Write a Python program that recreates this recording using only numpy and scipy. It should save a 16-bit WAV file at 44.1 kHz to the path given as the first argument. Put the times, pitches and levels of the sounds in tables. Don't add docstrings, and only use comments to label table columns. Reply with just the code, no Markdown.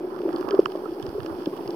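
import sys
import numpy as np
from scipy import signal
from scipy.fft import rfft, irfft
from scipy.io import wavfile
from scipy.ndimage import uniform_filter1d

SR = 44100
rng = np.random.default_rng(int(sys.argv[2]) if len(sys.argv) > 2 else 0)


def bounce(signal):
    frames = np.transpose(np.atleast_2d(signal))
    limited = np.clip(frames, -1, 1)
    pcm = np.round(limited * 32767).astype(np.int16)
    wavfile.write(sys.argv[1], SR, pcm)


def gain_from_db(level_db):
    decades = np.asarray(level_db, float) / 20
    return 10 ** decades


N = 77175


def ring(hz, tau_s, sag=0., order=1):
    tau_s = max(tau_s, 1e-4)
    t = np.arange(int(14 * tau_s * SR)) / SR
    envelope = (t / tau_s / order) ** order * np.exp(order - t / tau_s)
    return envelope * np.sin(2 * np.pi * hz * (t - sag * t ** 2 / (8 * tau_s)))


def add(out, wave, start_s):
    i = max(int(start_s * SR), 0)
    out[:, i:i + wave.shape[-1]] += wave[..., :N - i]


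def follow(points):
    return np.interp(np.arange(N) / SR, *np.array(points).T)


def colour(x, points, extra=0.):
    hz = np.fft.rfftfreq(N, 1 / SR) + 1
    curve_hz, curve_db = np.array(points).T
    gain = gain_from_db(np.interp(np.log(hz), np.log(curve_hz), curve_db)) + extra
    return irfft(rfft(x) * gain, N)


def unit(x):
    return x / np.sqrt(np.mean(x ** 2))


def walk(rate_hz):
    hold = int(SR / rate_hz)
    steps = np.repeat(rng.standard_normal(N // hold + 1), hold)
    return 1.45 * uniform_filter1d(uniform_filter1d(steps, hold), hold)[:N]


def dust(rate_hz, scatter_db):
    when, sign, size = rng.random((3, N))
    return (when < rate_hz / SR) * np.sign(sign - .5) * gain_from_db(-scatter_db * np.log(size + 1e-4))


# (time [s], peak [dB], pitch [Hz], ring time constant [s])
KNOCKS = [(.004, -25.5, 358, 0.0028), (0.041, -21.5, 384.8, 0.0034), (0.076, -25.5, 370, 0.0031),
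          (0.141, -27.5, 375, .004), (0.168, -23.5, 370, 0.0048), (0.202, -19, 392, 0.0031),
          (0.233, -19, 362, 0.0016), (0.251, -16, 374, 0.0034), (.272, -18.5, 388, 0.0014),
          (0.283, -19, 336, 0.0031), (0.338, -20.5, 338.6, 0.002), (0.353, -18.5, 350, 0.0022),
          (0.377, -24, 352, 0.006), (.394, -23.5, 364.4, 0.0042), (0.407, -18, 339, 0.002),
          (.444, -20.5, 364, 0.0018), (0.48, -19.5, 351, 0.002), (0.505, -18.5, 419.6, 0.0037),
          (0.539, -10.5, 375, 0.002), (0.55, -22.5, 394, 0.0037), (0.59, 0, 389, 0.0017),
          (.652, -24.5, 346, 0.0013), (.68, -30, 433, 0.0037), (0.752, -19.5, 377, 0.0019),
          (0.795, -29, 352, 0.0013), (.807, -29, 375, 0.005), (0.834, -26, 395, 0.0039),
          (0.856, -22, 426, 0.0018), (0.877, -25.5, 347, 0.0049), (0.914, -24, 351, 0.0037),
          (0.959, -25, 377, 0.0035), (0.998, -23, 353, 0.002), (1.06, -25.5, 353, 0.0012),
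          (1.083, -29.5, 347, 0.0047), (1.148, -21.5, 409.5, 0.0047), (1.179, -18, 405, 0.0024),
          (1.246, -22, 355, 0.0019), (1.258, -25.5, 362, 0.0018), (1.274, -23, 351, 0.0037),
          (1.295, -26.5, 340, 0.0046), (1.34, -36, 344, 0.0028), (1.412, -27, 363, 0.0045),
          (1.47, -14, 324, 0.0019), (1.501, -28, 383, 0.0074), (1.53, -30.5, 385, 0.0013),
          (1.609, -27, 353, 0.0023), (1.633, -29, 332, 0.0018), (1.687, -24, 378, 0.0025),
          (1.701, -27, 362, 0.0021), (1.73, -28, 348, 0.0027)]
# (time [s], level [dB])
FLOW = [
    (0.0, -38.5),
    (0.326, -35.5),
    (.7, -37),
    (1.238, -40.5),
    (1.75, -36),
]
# (frequency [Hz], gain [dB])
SHELL_SKIRTS = [(60, -60.5), (150, -20), (260, -16), (550, -19.5), (850, -17.5), (1200, -39), (2500, -40),
                (6500, -96)]


def shell():
    hz = np.fft.rfftfreq(N, 1 / SR) + 1
    mode_hz, width_hz, peak_db = 364, 93, -1.5
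    mode = gain_from_db(peak_db) / (1 + ((hz - mode_hz) / (width_hz / 2)) ** 2)
    push = dust(900, scatter_db=2) * gain_from_db(1.0 * walk(23.5))
    left = (unit(colour(push, SHELL_SKIRTS, mode)) * gain_from_db(follow(FLOW) + 3))[None]
    upper_hz, upper_db, upper_s = 538.6, -11.5, 0.0016
    for s, db, pitch_hz, tau_s in KNOCKS:
        add(left, gain_from_db(db - 1.6) * ring(pitch_hz, tau_s, sag=0.032, order=3), s - .0016)
        add(left, gain_from_db(db + upper_db) * ring(upper_hz, upper_s, order=2), s)
    right_lag_s = .0001
    right = irfft(rfft(left[0]) * np.exp(-2j * np.pi * hz * right_lag_s), N)
    return np.array([left[0], right])


# (time [s], peak [dB], pitch [Hz], length [s])
THUMPS = [(.45, -48, 131, 0.0063), (0.625, -50, 75, 0.0045), (.7, -75, 85.5, 0.0034),
          (0.817, -55, 114, 0.007), (0.9, -47, 71, 0.0051), (1.03, -35.5, 123, 0.0042),
          (1.082, -31.5, 85, 0.0032), (1.143, -42.5, 75, 0.0057), (1.192, -34.5, 123, 0.0044),
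          (1.222, -37.5, 107, 0.0048), (1.308, -37, 95, 0.0048), (1.339, -44, 75, 0.0055),
          (1.38, -49, 70, 0.0061), (1.6, -46.5, 176, 0.0082), (1.672, -43, 134, 0.004)]
# (time [s], peak [dB], pitch [Hz], ring time constant [s], left share
# [dB])
PINGS = [(.118, -28.5, 375, 0.0055, 1.5), (.282, -22, 577, 0.0016, -0.5), (0.396, -57, 1640, .0008, 18.5),
         (0.447, -33.5, 237, 0.003, 1), (.483, -25.5, 1090, 0.0013, -18), (0.498, -27.5, 1170, 0.0015, -35),
         (0.521, -26.5, 1292, 0.002, -24), (.529, -16.5, 387, .004, 1.5), (.541, -17.5, 588, 0.0011, 0.5),
         (0.541, -27, 1080, 0.00072, -15), (.655, -39, 149, 0.0049, -5.5),
         (0.721, -33.5, 1180, 0.0015, -24), (0.753, -24, 594, 0.0017, 0), (.752, -30.5, 1080, 0.0012, -17),
         (.855, -27.5, 1306, 0.0027, -29), (1.0, -33, 776, 0.0028, -10), (1.285, -34.5, 870, 0.0029, -17),
         (1.203, -35.5, 1630, .001, -10), (1.325, -30.5, 576, 0.0022, -1), (1.469, -26, 190, 0.003, -0.5),
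         (1.529, -33, 1080, 0.0031, -20), (1.556, -36.5, 956, 0.0014, -17), (1.59, -31, 860, 0.0024, -17)]
# (time [s], level [dB])
EDDY = [(0, -4), (.13, 0), (.45, 2.5), (.65, 4), (.8, -1), (1.05, -5.5), (1.25, 1), (1.35, -3), (1.5, 1.5),
        (1.6, -0.5), (1.75, 2)]
# (frequency [Hz], gain [dB])
PORT_CURVE = [(60, -31), (200, -24), (600, -22), (1000, -19), (1400, -26.5), (1800, -35.5), (2300, -63),
              (6500, -89.5)]


def port():
    out = np.zeros((2, N))
    rub = dust(1500, scatter_db=1.15) * gain_from_db(3 * walk(17.98))
    out[1] = unit(colour(rub, PORT_CURVE)) * gain_from_db(-39 + follow(EDDY))
    thump_side_db = np.array([[-28], [6]])
    for s, db, pitch_hz, tau_s in THUMPS:
        add(out, gain_from_db(db + thump_side_db) * ring(pitch_hz, tau_s, order=2), s - tau_s)
    for s, db, pitch_hz, tau_s, left_db in PINGS:
        ping_side_db = np.array([[left_db], [0]])
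        add(out, gain_from_db(db + ping_side_db) * ring(pitch_hz, tau_s, order=2), s - .001)
    return out


# (frequency [Hz], left [dB], right [dB], ring time constant [s])
SNAP_MODES = [(1682, -15, -6, 0.0014), (2759.4, -11.5, 2.5, 0.00032), (3129, -4.5, 3.5, 0.00038),
              (3453, -15.5, -1.5, 0.00042), (4670, -1, -1, 0.00025), (5400, -8, -19, 0.00064),
              (5846, -16, -14, 0.00041), (7340, -23, -10.5, 0.000062)]
# (frequency [Hz], level [dB], ring time constant [s])
MEMBRANE = [(1080, 3, 0.00085), (1323, 3, 0.00069), (1586, -8, 0.00046), (1920, -6.5, 0.00063),
            (2064, -9, 0.00028)]


def snap(bright_hz, membrane_db, chance):
    out = np.zeros((2, 4096))
    focus_db_per_octave, jitter, patchy_db, spread_cycles = 6.5, .012, 1.2, 2.5
    for k, (hz, left_db, right_db, tau_s) in enumerate(SNAP_MODES):
        lean_db = -focus_db_per_octave * abs(np.log2(hz / bright_hz)) + patchy_db * chance[-1 - k]
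        wave = ring(hz * (1 + jitter * chance[k]), tau_s, order=2)
        i = int(spread_cycles * SR / hz)
        out[0, i:i + len(wave)] += gain_from_db(left_db + lean_db) * wave
        i += int(SR / hz / 4)
        out[1, i:i + len(wave)] += gain_from_db(right_db + lean_db) * wave
    for hz, db, tau_s in MEMBRANE:
        wave = ring(hz, tau_s)
        i = int(spread_cycles * SR / hz)
        out[1, i:i + len(wave)] += gain_from_db(db + membrane_db) * wave
    t = np.arange(len(chance)) / SR
    tail_s, tail_db, burst_s, burst_db = .005, -24, .0006, -17
    echoes = chance * np.exp(-t / tail_s) * gain_from_db(tail_db) / 4
    echoes += chance * np.exp(-t / burst_s) * gain_from_db(burst_db)
    echoes[0] = 1
    return signal.fftconvolve(out, echoes[None])


# (time [s], peak [dB], brightest [Hz], membrane share [dB])
SNAPS = [(0.162, -47.5, 4530, 9), (0.1817, -54, 2880, 4), (0.1882, -41.5, 2500, 2.5),
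         (0.217, -41.5, 3300, -18), (0.2891, -50, 2850, 15.5), (0.3287, -40.5, 4760, -3),
         (0.3614, -36, 4700, -6), (0.385, -48, 4800, -4), (0.41, -37.5, 4200, -5), (0.4256, -50, 2920, 14),
         (0.4875, -35, 5400, 5), (0.508, -25, 2850, -15), (0.5487, -39, 2880, 4.5), (0.5913, -43, 2540, -3),
         (0.601, -38, 4050, -15), (0.619, -50, 2700, -3), (0.6569, -22, 2530, 6.5), (0.7007, -49, 3200, -3),
         (0.719, -36.5, 4670, -16), (0.758, -40, 3050, -8), (0.8533, -44.5, 5200, -3),
         (0.9176, -46, 3010, -8), (0.9976, -40, 2970, -13), (1.0257, -33.5, 4200, -23),
         (1.065, -37, 4470, -4), (1.0914, -41, 4670, -23), (1.2027, -35, 2700, -6),
         (1.2318, -40.5, 4720, -20), (1.247, -45, 3000, -3), (1.261, -31, 3220, -4.5),
         (1.35, -47, 3540, -1), (1.386, -56, 4640, -8), (1.4168, -58, 4930, -8), (1.432, -44, 3090, -8),
         (1.4581, -29, 3520, -24), (1.566, -46, 3308, 0), (1.5746, -42, 3050, -15),
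         (1.6078, -47, 3060, -16), (1.6474, -54, 2890, -5), (1.6766, -38, 4630, -8), (1.706, -36, 4700, -9)]
# (brightest [Hz], level [dB], membrane share [dB])
CRACKLE = [
    (3250, -57, -2),
    (5050, -61, -14),
]


def shrimp():
    out = np.zeros((2, N))
    chance = rng.standard_normal((len(SNAPS), 800))
    for (s, db, bright_hz, membrane_db), c in zip(SNAPS, chance):
        add(out, gain_from_db(db + 0.5) * snap(bright_hz, membrane_db, c), s - .0006)
    for bright_hz, db, membrane_db in CRACKLE:
        shared, left, right = (dust(700, scatter_db=2.6) for _ in range(3))
        far = shared + 3.0 * np.array([left, right])
        far = far * gain_from_db(1.5 * walk(30)) * settle()
        body = snap(bright_hz, membrane_db, np.zeros(800))
        out += gain_from_db(db) * unit(signal.fftconvolve(far, body, axes=1)[:, :N])
    return out


# (time [s], peak [dB])
TICKS = [
    (0.3614, -46),
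    (0.384, -44),
    (0.4086, -44),
    (0.4862, -45),
    (0.5934, -54),
    (0.6564, -56),
    (0.7194, -47),
    (1.027, -45),
    (1.5664, -42.5),
]


def ticks():
    out = np.zeros((2, N))
    t = np.arange(256) / SR
    for s, db in TICKS:
        add(out, gain_from_db(db + 4) * rng.standard_normal((2, 256)) * np.exp(-t / .0006), s)
    return signal.sosfilt(signal.butter(4, 7000, "high", fs=SR, output="sos"), out)


# (time [s], gain [dB])
GAIN = [
    (0, -3),
    (.1, -1.5),
    (.3, 1.5),
    (.55, 1.5),
    (.7, 1),
    (1.75, 3),
]


def settle():
    return gain_from_db(follow(GAIN))


# (frequency [Hz], level [dB])
HISS = [(1000, -11), (5500, -2.5), (6600, -17.5), (8000, -10.5), (10000, -5), (12500, -3.5), (15500, -6)]


def hiss():
    noise = np.array([colour(rng.standard_normal(N), HISS) for _ in range(2)])
    return gain_from_db(-60) * unit(noise) * settle()


def scene():
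    return shell() + port() + shrimp() + ticks()


def band_limit(x):
    return signal.sosfilt(signal.butter(12, 15700, fs=SR, output="sos"), x)


def record(dry):
    x = dry + hiss()
    x = signal.sosfilt(signal.butter(2, 60, "high", fs=SR, output="sos"), x)
    x = signal.sosfilt(signal.ellip(10, .2, 60, 15850, fs=SR, output="sos"), x)
    ceiling, offset = 1.6, -0.0011
    return band_limit(ceiling * np.tanh(x / ceiling) + offset)


dry = scene()
out = record(dry)
bounce(out)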